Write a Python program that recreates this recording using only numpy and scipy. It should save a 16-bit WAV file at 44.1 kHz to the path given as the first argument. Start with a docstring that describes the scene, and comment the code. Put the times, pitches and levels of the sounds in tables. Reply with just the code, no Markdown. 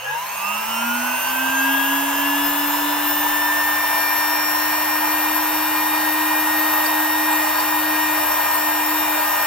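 """A small brush motor on a bench drill press, heard close up in a workshop: the casing rings at the start
while the motor runs up from about 6,800 towards 18,600 rpm, and the hand wheel knocks once on the way.
Sines locked to the shaft make the fan whine, unbalance hum and bearing song, which all glide upwards;
filtered noise makes the air, casing and brush rush. After 6.6 s the bit is fed into metal four times:
the speed sags, the hum is damped, and short bursts of band noise make the bit scrape."""
import sys
import numpy as np
from scipy import signal
from scipy.fft import rfft, irfft
from scipy.io import wavfile

SR = 44100
rng = np.random.default_rng(int(sys.argv[2]) if len(sys.argv) > 2 else 0)


def store_pcm(level_fs):
    """Save levels as 16-bit WAV."""
    pcm = np.round(np.clip(level_fs, -1, 1) * 32767).astype(np.int16)
    wavfile.write(sys.argv[1], SR, np.atleast_2d(pcm).T)


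N = 417186
TIME = np.arange(N) / SR
BINS = np.arange(N // 2 + 1) * SR / N  # Hz
TOP_SPEED_HZ = 310.84  # free running speed of the shaft, turns per second


def undb(db):
    """Decibels to gain."""
    return np.exp(np.asarray(db) * (np.log(10) / 20))


def octaves(hz):
    """Octaves of shaft speed relative to the top speed."""
    return np.log2(hz / TOP_SPEED_HZ)


def spectra(table):
    """The columns of a frequency table, drawn out bin by bin along a log frequency axis."""
    hz, *columns = np.transpose(table)
    return [np.interp(np.log(BINS + 1), np.log(hz), column) for column in columns]


def bump(hz, centre_hz, width_hz):
    """Bell shape of a resonance, 1 at its centre and half at the edges of its width."""
    return 1 / (1 + (2 * (hz - centre_hz) / width_hz) ** 2)


def response(hz, table):
    """Gain in dB of a set of peaks and dips, one row for each level column."""
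    return sum(np.outer(db, bump(hz, centre_hz, width_hz)) for centre_hz, width_hz, *db in table)


def walk(rate):
    """Slow random wander with a spread near 1, through `rate` random points per second."""
    points = rng.standard_normal(2048)
    return 1.203 * np.interp(TIME * rate, np.arange(len(points)), points)


def place(x, pan_db):
    """Share a sound between left and right at constant power; pan is left minus right."""
    tilt = undb(pan_db)
    return np.array([x * tilt, x]) * np.sqrt(2 / (1 + tilt ** 2))


def held(start, end, bite_s=0.18):
    """1 while the bit is in the metal, with short ramps as it takes hold and lets go."""
    return np.clip(np.minimum(TIME - start, end - TIME) / bite_s + .5, 0, 1)


# the run-up closes on the top speed in a quick and a slow stage: (speed still to gain f/Hz, time constant t/s)
RUN_UP = [(75.3, .343), (121.9, 1.508)]
# feeds of the bit into the metal: (start t/s, end t/s, speed loss under lasting drag f/Hz,
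# hum damping reached towards the end level/dB)
CUTS = [(6.62, 6.86, 3.6, 6), (7.36, 7.57, 9.4, 6), (8.09, 8.56, 10.2, 10), (9.09, 9.6, 10.1, 16)]


def shaft_speed(inertia_s=1.05):
    """The motor runs up towards its top speed; each cut drags on it and inertia smooths the sag."""
    to_gain = sum(gap_hz * np.exp(-TIME / seconds) for gap_hz, seconds in RUN_UP)
    drag = sum(drag_hz * held(start, end) for start, end, drag_hz, _ in CUTS)
    keep = np.exp(-1 / (inertia_s * SR))
    sag = signal.lfilter([1 - keep], [1, -keep], drag)
    return TOP_SPEED_HZ - to_gain - sag


# shaft tones, the six-blade whine loudest: (cycles per turn, level/dB at top speed before trim and air path,
# slope level/dB per octave of speed, rise in a cut level/dB, left minus right level/dB)
TONES = [(2, -48.0, 49.1, 12, -7.7), (4, -39.4, 24, 5.8, 4.4), (6, -14.0, 26.5, -0.3, -0.2),
         (12, -37.1, 19.5, 0.4, -6.3), (18, -45.6, 28.1, -1.1, -0.0)]
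# standing waves between fan and listener, peaks and nulls: (f/Hz, width f/Hz, left level/dB, right level/dB)
STANDING_WAVES = [(850, 110, 9, 6), (930.3, 93.4, 15.1, 3.3), (1100.9, 93.0, -15.7, -14.7),
                  (1215, 80, 3, 5), (1322.9, 136.7, -12.7, -4.6), (1519.9, 81.1, -13.2, -5.3),
                  (1639.8, 11.4, 5.0, -7.8), (1682.8, 36.4, -6.9, -5.2), (1745, 30, -3, -1),
                  (1792.5, 110.7, -31.3, -41.9), (1794.2, 59.7, 24.1, 34.0), (1817, 24, 3.5, 1),
                  (1846.8, 5.2, -4.0, -16.1), (2760, 120, 11, 14), (3263.5, 85.0, 7.7, 7.0),
                  (3664.1, 26.0, -1.1, -23.4), (4600, 110, 3, 9), (5220, 220, 2, 8), (5465, 120, 10, 13)]


def fan(angle, hz, cutting, tones_db=-1.8, whine_lag=0.91, flutter_db=0.64,
        tone_flutter_db=1.7, tone_blur=0.37, cavity_share=0.36):
    """Six blades whine cleanly, weaker shaft tones waver; all swell and fade gliding through standing waves."""
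    path_db = response(BINS, STANDING_WAVES) + cavity_share * response(BINS, CAVITIES)
    _, lead = spectra(PORTS)
    out = np.zeros((2, N))
    for multiple, level_db, octave_db, cut_db, pan_db in TONES:
        tone_hz = multiple * hz
        db = level_db + octave_db * octaves(hz) + cut_db * cutting
        db = db + np.array([[pan_db], [-pan_db]]) / 2
        db = db + np.array([np.interp(tone_hz, BINS, side) for side in path_db])
        phase = multiple * angle
        if multiple == 6:  # the blades
            db = db + flutter_db * walk(25)
            left_ahead = -whine_lag  # radians
        else:
            db = db + tones_db + tone_flutter_db * walk(18)
            phase = phase + tone_blur * walk(30)
            left_ahead = np.interp(tone_hz, BINS, lead)
        out += undb(db) * np.sin(np.array([phase + left_ahead, phase]))
    return np.sqrt(2) * out  # levels are RMS


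# resonances and dead spots of column and bench, crossed by the hum: (f/Hz, width f/Hz, level/dB)
STAND = [(143.6, 21.4, 7.7), (177.8, 48.9, -16.4), (219.3, 4.6, -9.5), (238.6, 15.7, 5.4),
         (254.6, 5.8, -17.4), (272.4, 22.4, 3.1), (302.0, 9.0, -11.9)]


def hum(angle, hz, level_db=-25, octave_db=22, pan_db=-2.7, flutter_db=0.9):
    """Unbalance shakes the stand once a turn; the bit steadies the spindle as it sinks in."""
    damped_db = 0
    for start, end, _, damping_db in CUTS:
        depth = (TIME - start) / (end - start)
        damped_db = damped_db + damping_db * held(start, end) * depth
    db = level_db + octave_db * octaves(hz) + response(hz, STAND)[0] - damped_db
    return np.sqrt(2) * place(undb(db + flutter_db * walk(14)) * np.sin(angle), pan_db)


# ball impacts per shaft turn in each bearing; the cage swings them once in each of its own turns
UPPER_BALLS, LOWER_BALLS, CAGE = 3.531, 3.235, .367
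# upper cage sideband over the lower one; the harmonic itself against its sidebands
UPPER_SIDE_DB, CENTRE_DB = 3.5, -13
# harmonics of the ball impacts, before housing and slope: (harmonic, upper bearing loose level/dB,
# settled level/dB, lower bearing loose level/dB, settled level/dB)
BALL_HARMONICS = [(3, -43, -47, -50, -56), (4, -45.5, -39.5, -39.5, -45), (5, -44, -48, -68.5, -49),
                  (6, -44.5, -50.5, -51, -52), (7, -48, -50, -50, -45.5), (8, -71, -49, -42.5, -44),
                  (9, -45, -43.5, -56, -71), (10, -44, -39, -54, -79), (11, -51, -37.5, -53, -56),
                  (12, -53, -54, -51, -57), (13, -57, -55, -50, -65), (14, -51, -53, -50, -51),
                  (15, -60, -55, -63, -50), (16, -66, -60, -59, -49), (17, -61, -60, -61, -51)]
# single tones of commutator and bearings, before housing and slope: (cycles per turn, loose level/dB,
# settled level/dB, left minus right level/dB)
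SINGING = [(5.36, -44, -56, -1), (7.81, -53, -36, 1), (9.81, -45, -52, -3), (11.6, -56, -44, 1),
           (24, -37, -38, 3), (36, -45, -43, -3), (40.46, -53, -48, 4), (42.42, -58, -43, 15),
           (47.05, -45, -52, 10)]
# balance of the ball harmonics: (f/Hz at top speed, left minus right level/dB)
BEARING_PAN = [(3000, -6.5), (6000, -10), (11000, -5), (12200, 5), (13200, 9), (15700, 14)]


def bearing_tones(faint_count=12, faint_db=-55):
    """The cage splits each ball harmonic into sidebands; rows are laid out like SINGING."""
    rows = list(SINGING)
    sidebands = [(-CAGE, -UPPER_SIDE_DB / 2), (CAGE, UPPER_SIDE_DB / 2)]
    for harmonic, *levels in BALL_HARMONICS:
        lines = sidebands + ([(0, CENTRE_DB)] if harmonic == 3 else [])
        for balls, (loose_db, settled_db) in ((UPPER_BALLS, levels[:2]), (LOWER_BALLS, levels[2:])):
            centre = harmonic * balls
            pan_db = np.interp(centre * TOP_SPEED_HZ, *np.transpose(BEARING_PAN))
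            rows += [(centre + offset, loose_db + db, settled_db + db, pan_db) for offset, db in lines]
    # fainter, higher multiples, most of which glide out of hearing during the run-up
    multiples = np.linspace(50, 76, num=faint_count) + rng.uniform(-1, 1, size=faint_count)
    return rows + [(multiple, faint_db, faint_db, BEARING_PAN[-1][1]) for multiple in multiples]


# response of the housing that the bearing tones sweep through: (f/Hz, level/dB)
HOUSING = [(800, -7), (1100, 6), (2200, -5.5), (2385, 4), (2450, 0), (2700, 8.5), (2880, 17), (2990, 7.5),
           (3200, -11), (4200, -5.5), (4650, -3), (5100, -5), (6150, -5.5), (6550, 1.5), (6900, -9.5),
           (9000, 0.5), (10200, -5.5), (12000, -1), (12930, 17), (13130, 13.5), (14100, 13.5), (15700, 10)]


def bearings(angle, hz, level_db=1, octave_db=6, flutter_db=2.5, ripple_spread_db=5,
             slip=0.43, drift=1.4, short_hz=8000, settle_hz=296, settle_span_hz=6):
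    """Balls slip a little (radians) and ring the housing; near top speed they settle and other tones take over."""
    settled = np.clip((hz - settle_hz) / settle_span_hz, 0, 1)
    housing_db, = spectra(HOUSING)
    # standing waves in the workshop make each gliding tone fade in and out until it settles
    ripple_points = rng.standard_normal(200)
    ripple_db = ripple_spread_db * np.interp(BINS, np.linspace(0, SR / 2, num=200), ripple_points)
    out = np.zeros((2, N))
    for multiple, loose_db, settled_db, pan_db in bearing_tones():
        tone_hz = multiple * hz
        at = np.minimum(tone_hz * N / SR, N // 2).astype(int)  # nearest bin below
        db = housing_db[at] + settled * settled_db + (1 - settled) * (loose_db + ripple_db[at])
        phase = multiple * angle + slip * walk(35)
        # short waves reach the far port out of step, and reflections off the bench shift them further
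        lag = np.pi * tone_hz / 13000 + drift * walk(1.463) * np.minimum(tone_hz / short_hz, 1)
        ports = np.array([phase, phase - lag])
        sines = np.sin((ports % (2 * np.pi)).astype(np.float32))
        out += sines * place(undb(db + flutter_db * walk(22)), pan_db)
    return out * undb(level_db + octave_db * octaves(hz))


# the casing rings at the start, the hand wheel knocks, the bit scrapes:
# (peak t/s, centre f/Hz, width f/Hz, length t/s, RMS level/dB at the peak)
BURSTS = [(0.1, 1653, 60, .1, -24.5), (0.094, 510, 60, 0.16, -39), (.1, 2780, 350, .16, -38),
          (.7, 6480, 130, 2.4, -43), (1.493, 230, 130, 0.022, -35), (6.868, 4650, 250, .02, -29),
          (6.862, 8800, 3000, .03, -30), (7.32, 8150, 500, 0.038, -28.5), (7.603, 4700, 600, .02, -30),
          (7.605, 8000, 4000, .016, -31), (8.555, 9000, 1200, .03, -31)]


def bursts():
    """Short spells of ringing and friction: band noise under a bell-shaped swell."""
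    out = np.zeros((2, N))
    noise = rfft(rng.standard_normal((2, N)))
    for peak_s, hz, width_hz, length_s, db in BURSTS:
        grit = irfft(noise * bump(BINS, hz, width_hz), N)
        swell = np.exp(-np.minimum((2 * (TIME - peak_s) / length_s) ** 2, 20))
        out += undb(db) * grit / grit.std() * swell
    return out


# rush of cooling air and brushes, before cavities and layer levels:
# (f/Hz, left level/dB per Hz, right level/dB per Hz)
RUSH = [(25, -90, -87), (80, -73.5, -72), (123, -78.5, -78), (420, -76, -72.5), (551, -74, -67),
        (990, -58.5, -62), (2050, -64, -62), (2900, -69.5, -64.5), (4220, -74.5, -76.5), (6800, -77.5, -76),
        (10800, -76, -70.5), (12170, -64.5, -65), (13300, -68, -83), (15700, -66, -67)]
# resonances of air passages and casing that colour the rush: (f/Hz, width f/Hz, left level/dB, right level/dB)
CAVITIES = [(470, 29, 10, 3.5), (594, 50, -5.5, 10), (665, 74, 11.5, 7.5), (852.7, 102, 5, 15.5),
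            (957, 34, 12, 6), (1012, 120, 6, 12.5), (1210, 67, 1.5, 6.5), (1436, 28, 10, 0.5),
            (1613.5, 27, 14.5, 10), (1900, 46, -8, 4), (2220, 230, 0.2, -6), (2724, 190, 8, 0.5),
            (4390, 220, 2, 4.5), (5440, 470, 5.5, 9), (6410, 36, 19, 12), (7590, 550, 11, -6.5),
            (8810, 980, 7, 7.5), (10870, 250, 12.5, 7), (13150, 820, 10, -6)]
# likeness of the rush at the two ports: (f/Hz, correlation 0-1, left lead/rad)
PORTS = [(60, .96, 0), (480, .85, -.2), (610, .5, -2.6), (700, .6, 0), (880, .8, 1.3), (1200, .8, .7),
         (1800, .7, 0), (2700, .8, .1), (4500, .45, .3), (6300, .4, 2.4), (11000, .5, 3.0),
         (15000, .4, 3.2)]
# layers of the rush: (gain level/dB at top speed, slope level/dB per octave of speed, rise in a cut level/dB)
AIR, CASING, BRUSHES = (0.57, 9.8, 0.62), (0, 6, 0.71), (0, 9.1, 0.67)


def rush(angle, hz, cutting, split_hz=2100, hiss_hz=3600, bright_hz=8500, brighten=0.12, throb=0.079):
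    """Fan air fills the passages, bearing rumble rings the casing; brushes hiss, pressed harder once a turn."""
    near, other = rfft(rng.standard_normal((2, N))) * np.sqrt(SR / 2)  # unit power per Hz
    alike, lead = spectra(PORTS)
    alike = np.clip(alike, 0, 1)
    left = near * np.exp(1j * lead)
    right = alike * near + np.sqrt(1 - alike ** 2) * other
    noise = np.array([left, right]) * undb(np.array(spectra(RUSH)) + response(BINS, CAVITIES))
    # nested low-passes, subtracted from each other to split the bands
    low, mid, high = (irfft(noise / (1 + (BINS / edge) ** 8), N) for edge in (split_hz, hiss_hz, bright_hz))
    air, casing, brushes = (undb(db + octave_db * octaves(hz) + cut_db * cutting)
                            for db, octave_db, cut_db in (AIR, CASING, BRUSHES))
    # faster sliding makes a brighter hiss
    brightest = (irfft(noise, N) - high) * (hz / TOP_SPEED_HZ) ** brighten
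    hiss = high - mid + brightest
    return air * low + casing * (mid - low) + brushes * hiss * (1 + throb * np.sin(angle))


def scene(chatter_on_s=0.093):
    """One shaft drives the tones and the rush; cuts slow it and make it chatter a little past the push."""
    hz = shaft_speed()
    cutting = sum(held(start, end + chatter_on_s) for start, end, _, _ in CUTS)
    # a tiny random wander of the speed
    angle = 2 * np.pi * np.cumsum(hz * (1 + 0.000184 * walk(12))) / SR
    tones = fan(angle, hz, cutting) + hum(angle, hz) + bearings(angle, hz)
    return tones + bursts() + rush(angle, hz, cutting)


def record(dry, top_hz=15750):
    """A steep elliptic low-pass cuts off the top of the treble."""
    return signal.sosfilt(signal.ellip(12, .1, 80, top_hz, fs=SR, output="sos"), dry)


dry = scene()
out = record(dry)
store_pcm(out)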